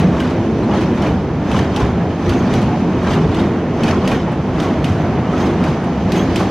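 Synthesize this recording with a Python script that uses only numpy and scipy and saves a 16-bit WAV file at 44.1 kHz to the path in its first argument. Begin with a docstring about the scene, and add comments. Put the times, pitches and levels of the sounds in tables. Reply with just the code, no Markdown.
"""Train on a steel truss bridge

A passenger train rolls over a steel truss bridge, heard from beside a pier. Noise shaped by plate
resonances makes the girders rumble; noise driven by rough treads makes the wheels roar and hiss.
Bogie after bogie strikes a rail joint: decaying noise bursts give a sharp crack, a rattling rebound and
a wash of ringing steel. Decaying or swelling tones make the pings, knocks, groans and flange squeals."""
import sys
import numpy as np
from scipy import signal
from scipy.fft import rfft, irfft
from scipy.io import wavfile
from scipy.ndimage import uniform_filter1d

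SR = 44100
rng = np.random.default_rng(int(sys.argv[2]) if len(sys.argv) > 2 else 0)


def generate_wav(signal):
    """Clip the signal to [-1, 1] and save it as 16-bit WAV at the path in sys.argv[1]."""
    frames = np.transpose(np.atleast_2d(signal))
    scaled = np.clip(frames, -1, 1) * 32767
    pcm = np.round(scaled).astype(np.int16)
    wavfile.write(sys.argv[1], SR, pcm)


N = 286650
TIME = np.arange(N) / SR  # s
FREQ = np.maximum(np.arange(N // 2 + 1) * SR / N, 1)  # Hz, kept above zero for the logarithm


def undb(db):
    """Logarithmic level: decibels become an amplitude gain."""
    return 10 ** (np.asarray(db) / 20)


def curve(table, axis):
    """Linear interpolation: one column of a timed table at every sample."""
    rows = np.array(table)
    return np.interp(TIME, rows[:, 0], rows[:, axis])


def humps(table):
    """Gaussian modulation: level in dB from smooth rises and dips (time [s], half length [s], level [dB])."""
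    return sum(db * np.exp(-((TIME - at) / length) ** 2) for at, length, db in table)


def shape(points):
    """Spectral envelope: gain at every frequency, interpolated in dB over log frequency."""
    hz, db = np.transpose(points)
    return undb(np.interp(np.log(FREQ), np.log(hz), db))


def walk(rate):
    """Random modulation: twice-smoothed steps, rate per second, with a standard deviation of 1."""
    step = max(int(SR / rate), 1)
    held = np.repeat(rng.standard_normal(N // step + 1), step)
    drift = uniform_filter1d(uniform_filter1d(held, step), step)[:N]
    return drift / np.std(drift)


# Wheels on the joint, two bogies at each coupling; levels are relative, the rebound's to its crack:
# (time [s], crack [dB], truss ring [dB], rebound [dB], rebound delay [s], chatter [dB], clunk [dB],
#  swell of the roar [dB])
JOINT = [(-0.054, -27, -28.5, 8, 0.031, -22, -39, 3.5), (0.2023, -28, -27.5, -20, 0.036, -28, -25.5, -1),
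         (0.7724, -35.5, -29.5, 8.5, 0.032, -28, -36, 2.5), (1.0216, -31, -29.5, 0, 0.041, -31.5, -27, 3),
         (1.515, -30, -24, 6, 0.057, -32, -26, 4.5), (1.762, -24.5, -27, -2, 0.036, -31.5, -23, 2.5),
         (2.293, -25, -27, -13, 0.041, -29.5, -33, 2), (2.5378, -25, -27.5, -18, 0.033, -27, -42, 2),
         (3.111, -31, -26.5, 3, 0.022, -24.5, -20, -2), (3.346, -33, -27, 4, 0.043, -32.5, -24, 1.5),
         (3.835, -24.5, -23, 2, 0.042, -31, -26, 3.5), (4.076, -22, -26.5, -1, 0.034, -28, -22, 0),
         (4.601, -26.5, -26.5, -0.5, 0.019, -31, -23.5, 1), (4.8434, -24, -26.5, -11, 0.035, -35, -31, -1),
         (5.408, -35, -29.5, 7, 0.045, -27, -24, 2.5), (5.639, -30.5, -28, -2, 0.041, -30, -24, 0),
         (6.12, -22, -27.5, 1, 0.033, -36, -25, 2), (6.3586, -18.5, -27.5, -4.5, 0.037, -34, -24, 0)]


def swell(lag, half_length, share):
    """Moving load: level in dB that rises or dips as each bogie goes by."""
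    return share * sum(lift_db * np.exp(-((TIME - at - lag) / half_length) ** 2) for at, *_, lift_db in JOINT)


def blows(times, levels_db, rise, t60):
    """Impulse response: summed power of vibrations that build up after each blow and decay exponentially."""
    power = np.zeros(N)
    for at, db in zip(times, levels_db):
        span = slice(*np.searchsorted(TIME, [at, at + t60]))
        age = TIME[span] - at
        envelope = (1 - np.exp(-age / rise)) * np.exp(-np.log(1000) * age / t60)
        power[span] += (undb(db) * envelope) ** 2
    return power


def chatter(times, levels_db):
    """Loose contact: power of a rail end that chatters more as the wheel nears and settles behind it."""
    build, fade = 0.035, 0.015  # time constants of power, s
    return sum(undb(db) ** 2 * np.exp(-np.maximum((at - TIME) / build, (TIME - at) / fade))
               for at, db in zip(times, levels_db))


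# Stereo width against pitch: (frequency [Hz], side minus mid [dB])
WIDTH = [(30, -25.5), (70, -31), (128, -26), (170, -26.5), (370, -30.5), (440, -24), (510, -25),
         (690, -19.5), (830, -21), (950, -18), (1050, -19), (1470, -16), (2500, -10.5), (4270, -7.5),
         (7270, 0.5)]
# Stereo balance against pitch: (frequency [Hz], left minus right [dB])
LEAN = [(250, -0.3), (500, -0.9), (1000, -1.2), (3000, -0.3)]


def vibration(points, modes=(), grain_db=0, side_db=0):
    """Random excitation of resonances: stereo noise shaped by a spectrum and its modes, mid at unit level."""
    gain = shape(points)
    for hz, width, db in modes:
        gain = gain * undb(db / (1 + (2 * (FREQ - hz) / width) ** 2))
    # the strength of the tiny impacts scatters every 32 samples
    size = undb(grain_db * np.repeat(rng.standard_normal(N // 32 + 1), 32)[:N])
    mid, side = rfft(rng.standard_normal((2, N)) * size) * gain
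    side = side * shape(WIDTH) * undb(side_db)
    lean = np.sqrt(shape(LEAN))
    return irfft([(mid + side) * lean, (mid - side) / lean], N) / np.std(irfft(mid, N))


def steady(sound, seconds):
    """Constant load: a vibration held even by dividing out its running RMS level."""
    return sound / np.sqrt(uniform_filter1d(sound[0] ** 2, int(seconds * SR) + 1) + 1e-9)


def rattle(shake, pitches, count, t60, spread_db):
    """Scattered resonators: shaken steel parts ping, each at its own pitch and place, scaled by the shaking."""
    out = np.zeros((2, N))
    age = TIME[:SR // 12]
    envelope = (1 - np.exp(-age / .0004)) * np.exp(-np.log(1000) * age / t60)
    colour, low, high = shape(pitches), pitches[0][0], pitches[-1][0]
    for when, pitch, force, place in rng.random((count, 4)):
        start = int(when * (N - len(age)))
        hz = low * (high / low) ** pitch
        scatter = undb(spread_db * min(-np.log(force), 2))
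        size = shake[start] * colour[int(hz * N / SR)] * scatter
        angle = (place - .5) * np.pi * hz / 7000  # higher pings differ more between the ears
        phase = 2 * np.pi * hz * age + np.array([[angle], [-angle]])
        out[:, start:start + len(age)] += size * envelope * np.sin(phase)
    return out


# Single girders bent by the axle load:
# (time [s], standard deviation of the swell [s], pitch [Hz], relative level [dB])
GROANS = [(0.034, 0.083, 176.7, -12), (.19, 0.06, 280, -23), (.42, .04, 99.9, -21),
          (.43, .08, 341.8, -20.5), (.6, 0.064, 122, -24), (0.715, 0.072, 199.4, -17.5),
          (0.88, 0.044, 336.4, -18.5), (0.898, .05, 183, -20), (1.0, .03, 89.8, -23),
          (1.054, 0.081, 204.8, -20), (1.095, 0.043, 429.5, -25.5), (1.61, 0.053, 186.1, -18),
          (1.62, 0.048, 139.9, -19), (1.852, 0.05, 399.4, -23.5), (2.006, 0.047, 188.3, -16.5),
          (2.335, 0.057, 238, -19), (2.35, 0.063, 340, -23), (2.47, .05, 180.5, -19),
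          (2.587, 0.092, 209.7, -17.5), (2.46, .05, 110.7, -21.5), (2.64, 0.049, 112.3, -18.5),
          (2.87, 0.039, 186, -17.5), (3.09, 0.05, 200.5, -18), (3.2, 0.047, 376, -20),
          (3.22, 0.048, 155, -14.5), (3.406, .05, 345, -18), (3.43, .045, 193, -16), (3.39, 0.064, 90, -21),
          (3.963, .07, 380.4, -22.5), (4.08, 0.074, 191, -17), (4.133, 0.044, 437, -22.5),
          (4.667, 0.062, 322.3, -18.5), (4.72, 0.091, 165.3, -20), (4.908, 0.064, 155, -17.5),
          (4.92, 0.044, 96, -15), (5.1, 0.075, 220, -28), (5.264, .06, 345, -25),
          (5.497, 0.083, 366.6, -20), (5.909, 0.032, 268.4, -22), (6.133, 0.062, 100.2, -20.5),
          (6.164, 0.045, 370, -19), (6.2, .06, 186.5, -16.5), (6.258, .035, 246.6, -18.5),
          (6.39, 0.049, 339, -21), (6.423, 0.043, 190, -15)]


def groans():
    """Modal cluster: a bent girder swells and fades in twelve close modes round its pitch."""
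    bandwidth = .13  # share of the pitch, two standard deviations of the detuning
    out = np.zeros(N)
    for at, length, hz, db in GROANS:
        span = slice(*np.searchsorted(TIME, [at - 2.5 * length, at + 2.5 * length]))
        envelope = np.exp(-((TIME[span] - at) / length) ** 2 / 2)
        detune, phase = rng.standard_normal((2, 12, 1))
        mode_hz = hz * (1 + bandwidth * detune / 2)
        ring = envelope * np.sin(2 * np.pi * (mode_hz * TIME[span] + phase)).sum(axis=0)
        # equal energy however the modes beat
        out[span] += undb(db) * ring * np.linalg.norm(envelope) / np.linalg.norm(ring)
    return out


# Some carriages run rougher than others; relative levels as the middle of each passes:
# (time [s], deck boom [dB], plate rumble [dB], wheel roar [dB], tread hiss [dB], cross-beam drone [dB])
CARRIAGES = [(-0.3, -16.5, -22, -23.5, -43, -18), (0.5, -24.5, -17, -24, -38.5, -24),
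             (1.28, -23.5, -21, -27, -42, -21), (2.05, -22, -20, -24, -40.5, -23.5),
             (2.8, -24, -18, -24, -38, -21), (3.62, -24, -19, -24.5, -41.5, -23),
             (4.35, -25, -21, -25, -40.5, -21), (5.12, -22.5, -18, -23, -39.5, -20.5),
             (5.88, -24.5, -20.5, -25, -40, -22), (6.65, -22, -21, -22.5, -32.5, -23.5)]
# Swell of deck and plates with each bogie:
# (lag after the joint [s], half length [s], multiple of the roar's swell [1])
DECK_SWELL = (0.1, 0.077, 0.74)
PLATE_SWELL = (0.09, 0.13, 0.62)
# Heavier booms of the deck: (time [s], relative level [dB])
BOOMS = [(1.09, -14), (1.81, -6.5), (2.25, -9), (2.94, -10.5), (3.08, -10), (3.26, -10), (4.48, -19),
         (6.1, -18)]
# Spectra of deck boom, plate rumble and cross-beam drone: (frequency [Hz], relative density [dB per Hz])
DECK = [(15, -57), (25, -42), (33, -22.5), (41, -11), (50, -9), (62, -5), (90, 1.5), (120, 0), (140, -13),
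        (200, -37), (500, -120)]
GIRDERS = [(40, -72.5), (125, -17), (150, -7), (190, -2.5), (250, -0.5), (290, -1), (360, -4.5), (420, -4),
           (490, -9.5), (600, -23.5), (780, -41), (1300, -120)]
BEAMS = [(40, -82), (80, -45), (115, -10), (140, 0.5), (180, 5.5), (205, 0), (235, -18.5), (400, -59.5),
         (1200, -130)]
# Resonances of the girder plates: (frequency [Hz], width [Hz], boost [dB])
PLATES = [(68.4, 16, 5), (89.5, 30, 3.5), (120, 13, 0), (127.7, 7.9, 5.5), (154.4, 8.2, 5), (175, 16, 0.5),
          (237, 34, 5.5), (254, 13.4, 2), (312, 18, 2.5), (350.6, 36, 4), (611, 44, 9)]
# The bridge relaxes between bogies: (time [s], half length [s], level change [dB])
SAGS = [(.02, .05, -1), (1.28, 0.052, -0.5), (1.73, .04, -1), (2.19, .05, -2), (3.68, 0.08, -1),
        (4.24, .04, 0.5), (4.42, 0.05, -1.5), (5.83, .05, -0.5), (6.5, .04, -0.5)]


def girders():
    """Forced vibration: deck booms, cross beams drone and plates rumble in resonances under the moving load."""
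    load = undb(curve(CARRIAGES, axis=1) + swell(*DECK_SWELL) - 0.45 + 1.1 * walk(12)) ** 2
    booms = blows(*np.transpose(BOOMS), rise=0.017, t60=0.26) * undb(1.5) ** 2
    deck = steady(vibration(DECK, PLATES, side_db=4.0), .16) * np.sqrt(load + booms)
    plate_swell = swell(*PLATE_SWELL)
    plate_level = undb(curve(CARRIAGES, axis=2) + plate_swell + 0.55 * walk(22))
    plates = steady(vibration(GIRDERS, PLATES), 0.12) * plate_level
    beam_level = undb(curve(CARRIAGES, axis=5) + plate_swell - 0.5)
    beams = steady(vibration(BEAMS, PLATES), .13) * beam_level
    return (deck + plates + beams + groans() * undb(-1.5)) * undb(humps(SAGS) + 0.09)


# Rough and smooth stretches of tread: (time [s], half length [s], level change [dB])
TREAD = [(.51, .06, -2), (0.627, .025, 1), (0.738, .04, 3), (.9, .04, 1), (1.06, 0.059, 3.5),
         (1.328, .05, 0.5), (1.66, .04, 1), (2.038, 0.045, 0), (2.19, 0.069, -2), (2.728, .035, 1.5),
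         (3.116, 0.076, 3), (3.702, .04, -1.5), (4.117, 0.032, 4), (4.218, .03, -1), (4.31, 0.043, 2),
         (4.415, 0.046, -1.5), (5.048, 0.037, 1.5), (5.652, .04, 3.5), (5.79, .04, 0.5)]
# Swell of roar and hiss with each bogie:
# (lag after the joint [s], half length [s], multiple of the roar's swell [1])
ROAR_SWELL = (0.052, 0.087, 0.95)
HISS_SWELL = (.02, 0.089, 0.93)
# Spectra of wheel roar and contact hiss: (frequency [Hz], relative density [dB per Hz])
ROAR = [(250, -34), (450, 2), (680, 4), (1000, -2), (1500, -9.5), (2200, -14), (3200, -23), (6000, -52),
        (12000, -77.5)]
HISS = [(900, -6), (2000, 2.5), (3000, 3), (4000, -2.5), (5500, -6), (6500, -9.5), (7200, -17.5),
        (9000, -23.5), (11000, -29.5), (12500, -26.5), (15000, -45)]
# Pitch range and loudness of the rattling braces: (frequency [Hz], relative level [dB])
BRACES = [(520, -1), (800, -4.5), (1300, -4.5), (2200, -13), (3200, -10)]
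# Wheel and rail modes: (frequency [Hz], width [Hz], boost or cut [dB])
WHEEL = [(1746, 37, 5.5), (2460, 160, 0.5), (2750, 56, -11), (3420, 70, -2.5), (3620, 90, 0),
         (4530, 64, 0.5), (6000, 60, 3.5), (6400, 200, 3)]


def rolling():
    """Roughness excitation: treads roar on the rails and shake the braces, with a gritty contact hiss."""
    roar_db = curve(CARRIAGES, axis=3) + swell(*ROAR_SWELL) + humps(TREAD)
    drive = undb(roar_db - 1.36 + 0.35 * walk(35))
    roar = steady(vibration(ROAR, grain_db=1.5), 0.08) * drive
    braces = rattle(drive, BRACES, count=900, t60=.08, spread_db=3.0) * undb(-6.5)
    hiss_level = undb(curve(CARRIAGES, axis=4) + swell(*HISS_SWELL) - 2.4 + 0.5 * walk(30))
    return roar + braces + vibration(HISS, WHEEL) * hiss_level


# Spectra of the crack and of the ringing truss: (frequency [Hz], relative density [dB per Hz])
CRACK = [(400, -17), (1300, -14), (2000, 3), (2800, 7.5), (4500, -2.5), (6400, -7.5), (7500, -12),
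         (10000, -16), (13000, -20.5), (15500, -34.5)]
TRUSS = [(200, 16), (600, 11), (1200, 7.5), (2000, 0.5), (3100, 0), (4200, -8), (6400, -11), (7400, -17),
         (10000, -28), (12700, -29.5), (15500, -53)]
# Pitch range and loudness of the pinging bolts: (frequency [Hz], relative level [dB])
BOLTS = [(1300, 4), (2000, -1.5), (3100, -2), (4200, -6), (6400, -9)]


def joint():
    """Impact and structural transmission: each bogie cracks over the gap and rebounds, and the truss rings."""
    at, crack_db, ring_db, rebound_db, delay, chatter_db, _, _ = np.transpose(JOINT)
    # a hard front where steel meets steel, then the rail end rings briefly
    front = blows(at, crack_db + 3.5, rise=0.00024, t60=0.03)
    crack = front + blows(at, crack_db - 8.0, rise=0.00037, t60=0.27)
    rebound = blows(at + delay, crack_db + rebound_db, rise=0.0037, t60=0.2)
    ring = blows(at, ring_db, rise=0.017, t60=0.85) + chatter(at, chatter_db)
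    strike_level = np.sqrt(crack + undb(-5.5) ** 2 * rebound)
    strike = vibration(CRACK, WHEEL, grain_db=1.0, side_db=-8) * strike_level
    truss_level = np.sqrt(ring) * undb(2.5 + 1.1 * walk(90))
    truss = vibration(TRUSS, WHEEL, grain_db=0.5, side_db=-5.5) * truss_level
    shake = np.sqrt(ring + rebound / 2)
    pings = rattle(shake, BOLTS, count=2400, t60=.05, spread_db=3.0) * undb(-4.5)
    return strike + truss + pings


# Spectrum of the dull clunk in the heavy girders: (frequency [Hz], relative density [dB per Hz])
CLUNK = [(200, -20), (400, 10), (750, 4.5), (1100, 8), (1600, -7), (2500, -12.5), (3500, -19.5),
         (6000, -28), (12000, -81)]


def clunks():
    """Delayed response: heavy members knock with the rail, answer each blow late and low, and plates thud."""
    at, _, _, _, _, chatter_db, clunk_db, _ = np.transpose(JOINT)
    power = blows(at + 0.032, clunk_db, rise=0.0099, t60=0.4) + chatter(at - 0.025, chatter_db - 3)
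    clunk = vibration(CLUNK, grain_db=0.5) * np.sqrt(power) * undb(2.5 + 2.5 * walk(70))
    thud = blows(at + 0.043, clunk_db + 10.5, rise=0.017, t60=0.25)
    return clunk + vibration(GIRDERS, PLATES) * np.sqrt(thud)


def skips(times, levels_db, count):
    """Repeated impact: power of the light, uneven knocks after each blow, on average weaker the later."""
    span, fade, scatter_db = 0.14, 74, 2.5  # s, dB per s, dB
    lag = span * (np.arange(count) + 0.27 + rng.random((len(times), count))) / count
    db = levels_db[:, None] - 2.5 - fade * lag + scatter_db * rng.standard_normal(lag.shape)
    return blows((times[:, None] + lag).ravel(), db.ravel(), rise=0.00069, t60=0.052)


# Loose fishplates and sleeper plates between the main blows: (time [s], relative level [dB])
CLACKS = [(.0428, -29), (.6939, -33), (.735, -29), (.778, -34), (.9742, -29), (1.06, -31), (1.4955, -32),
          (1.5414, -31), (1.5649, -22), (1.589, -22), (1.6457, -33), (1.8004, -27), (1.82, -32),
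          (2.2628, -29), (2.5018, -32), (2.6215, -32), (3.04, -31), (3.0685, -25), (3.1333, -23),
          (3.8776, -28), (3.908, -22), (4.1156, -24), (4.627, -29), (5.0081, -34), (5.3228, -33),
          (5.6601, -29), (6.16, -29), (6.3345, -31)]
# Spectrum of the clacks: (frequency [Hz], relative density [dB per Hz])
CLACK = [(300, -10), (600, 0), (1100, 7.5), (2000, 1), (3000, 1.5), (4500, -5), (6400, -10), (7500, -20),
         (12500, -31), (15500, -48)]


def clacks():
    """Secondary impact: loose plates clack and the wheel skips on, both duller than the crack of the joint."""
    at, _, ring_db, *_ = np.transpose(JOINT)
    power = blows(*np.transpose(CLACKS), rise=.0012, t60=0.061) + skips(at, ring_db, count=9)
    return vibration(CLACK, WHEEL, grain_db=2.5, side_db=-4) * np.sqrt(power) * undb(-0.5)


# The clatter comes now from one spot, now from all over the span: (time [s], change of width [dB])
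SPREAD = [(.22, -5.5), (.8, 1), (1.06, 1), (1.57, 0), (1.8, 0), (2.32, -1), (2.56, -2), (3.13, 0),
          (3.38, 1), (3.88, 0), (4.11, 1), (4.63, -3), (4.87, -2), (5.43, -2), (5.66, -1), (6.15, -2),
          (6.38, 1)]


def spread(sound):
    """Source width: the stereo difference grows or shrinks as the sound moves through the span."""
    mid = sound.mean(axis=0)
    return mid + (sound - mid) * undb(curve(SPREAD, axis=1))


# Single members jolted into ringing, heavy beams to small plates:
# (time [s], pitch [Hz], relative level [dB])
KNOCKS = [(.203, 1556, -27), (0.244, 253.4, -17), (.345, 521, -20.5), (.63, 1010, -29), (.69, 813, -22),
          (.712, 2912, -34), (.732, 853, -21), (.738, 1294, -27), (1.022, 3000, -33), (1.065, 2410, -30),
          (1.513, 2610, -31), (1.541, 1033, -24), (1.562, 2920, -28), (1.762, 5620, -37), (1.776, 851, -21),
          (1.809, 1033, -28), (2.034, 728, -25), (2.293, 4540, -33), (2.68, 866, -25), (2.731, 732, -21),
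          (3.065, 1594, -25), (3.135, 2820, -29), (3.155, 1205, -27), (3.235, 440, -17), (3.345, 2910, -33),
          (3.395, 3700, -33), (3.464, 1190, -30), (3.574, 627, -26), (3.815, 224, -11), (3.832, 2555, -28),
          (3.835, 4420, -30), (3.877, 2520, -25), (3.917, 1330, -28), (3.928, 1048, -21), (4.07, 626, -20),
          (4.076, 3250, -29), (4.116, 2444, -25), (4.131, 1563, -25), (4.147, 1824, -27),
          (4.275, 866, -21.5), (4.542, 642, -23.5), (4.752, 640, -19.5), (4.843, 4430, -43),
          (4.995, 665, -23), (5.176, 857, -26), (5.332, 1291, -24), (5.409, 3186, -34), (5.414, 882, -23),
          (5.576, 178, -12), (5.639, 2460, -31), (5.661, 143.4, -14.5), (5.868, 691, -20.5),
          (6.02, 177, -13), (6.194, 3270, -29), (6.393, 1050, -28), (6.408, 778, -20)]
# Modes of a jolted member: (multiple of its pitch [1], relative level [dB])
MEMBER = [(1.002, -0.5), (1.17, -8.5), (1.519, -16), (2.3, -21.5)]


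def knocks():
    """Modal ringing: a jolted member sounds a few modes; the low, heavy ones speak slowly and ring longer."""
    rise_cycles, t60_at_1khz = 2.4, 0.13  # cycles of the pitch, s
    out = np.zeros(N)
    for at, hz, db in KNOCKS:
        t60 = t60_at_1khz * np.sqrt(1e3 / hz)
        span = slice(*np.searchsorted(TIME, [at, at + t60]))
        age = TIME[span] - at
        envelope = (1 - np.exp(-age * hz / rise_cycles)) * np.exp(-np.log(1000) * age / t60)
        ring = sum(undb(mode_db) * np.sin(2 * np.pi * (hz * ratio * age + rng.random()))
                   for ratio, mode_db in MEMBER)
        out[span] += undb(db) * envelope * ring
    return out * undb(5.0)


# Clinks of loose fittings and couplings: (time [s], relative level [dB])
CLINKS = [(0.2987, -36), (0.5871, -46), (0.9497, -41), (1.2201, -47), (2.616, -31), (3.03, -38),
          (3.3882, -46), (4.3176, -38), (5.3268, -45), (5.6894, -45), (5.8361, -39)]


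def fittings():
    """Light impact: small steel parts clink now and then in short bursts of bright noise."""
    power = blows(*np.transpose(CLINKS), rise=.0006, t60=0.13)
    # (frequency [Hz], relative density [dB per Hz])
    colour = [(1000, -7), (3000, 9.5), (6500, -6), (8000, -5.0), (12500, -20), (15500, -20)]
    return vibration(colour) * np.sqrt(power) * undb(-3.0)


# Brief singing of the flanges against the rail:
# (time [s], half length [s], central pitch [Hz], glide [Hz per s], relative level [dB])
FLANGE = [(.60, .028, 5900, 0, -51), (.635, .015, 4050, 0, -46), (.87, .025, 4850, 0, -51),
          (.96, .03, 6100, -9000, -52), (1.496, .015, 6370, 0, -51), (1.92, .025, 6580, 0, -59),
          (2.27, .025, 5900, 0, -46), (2.385, .035, 6450, 0, -43), (2.495, .045, 4850, 7000, -47),
          (2.93, .024, 5960, 0, -57), (3.755, .028, 6400, 0, -52), (4.151, .012, 6460, 0, -46),
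          (4.669, .015, 6240, 0, -44), (5.03, .04, 6030, 2, -51), (5.42, .043, 6350, 0, -42),
          (6.025, .03, 6150, 0, -51), (6.2, .04, 6400, 0, -37), (6.365, .06, 4730, 0, -43)]


def flanges():
    """Frictional self-excitation: a rubbing flange sings a thin, scratchy, sliding tone with a weak octave."""
    out = np.zeros(N)
    waver = 1 + .008 * walk(80) + .03 * walk(2000)  # slow wander and fast scratch of the pitch
    for at, length, hz, glide, db in FLANGE:
        span = slice(*np.searchsorted(TIME, [at - 2 * length, at + 2 * length]))
        age = TIME[span] - at
        phase = 2 * np.pi * np.cumsum((hz + glide * age) * waver[span]) / SR
        tone = np.sin(phase) + undb(-16.5) * np.sin(2 * phase)
        out[span] += undb(db) * np.exp(-(age / length) ** 2) * tone
    return out * undb(3 * walk(120))


def scene():
    """Superposition: bridge, wheels, joint and fittings sound together."""
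    clatter = spread(joint() + clacks())
    return girders() + rolling() + clatter + clunks() + knocks() + fittings() + flanges()


def record(dry):
    """Saturation and band limiting: the highest peaks are rounded and the top is cut."""
    ceiling, top_hz = 0.98, 15600
    low_pass = signal.ellip(8, .2, 70, top_hz, fs=SR, output="sos")
    return signal.sosfilt(low_pass, ceiling * np.tanh(dry / ceiling))


dry = scene()
out = record(dry)
generate_wav(out)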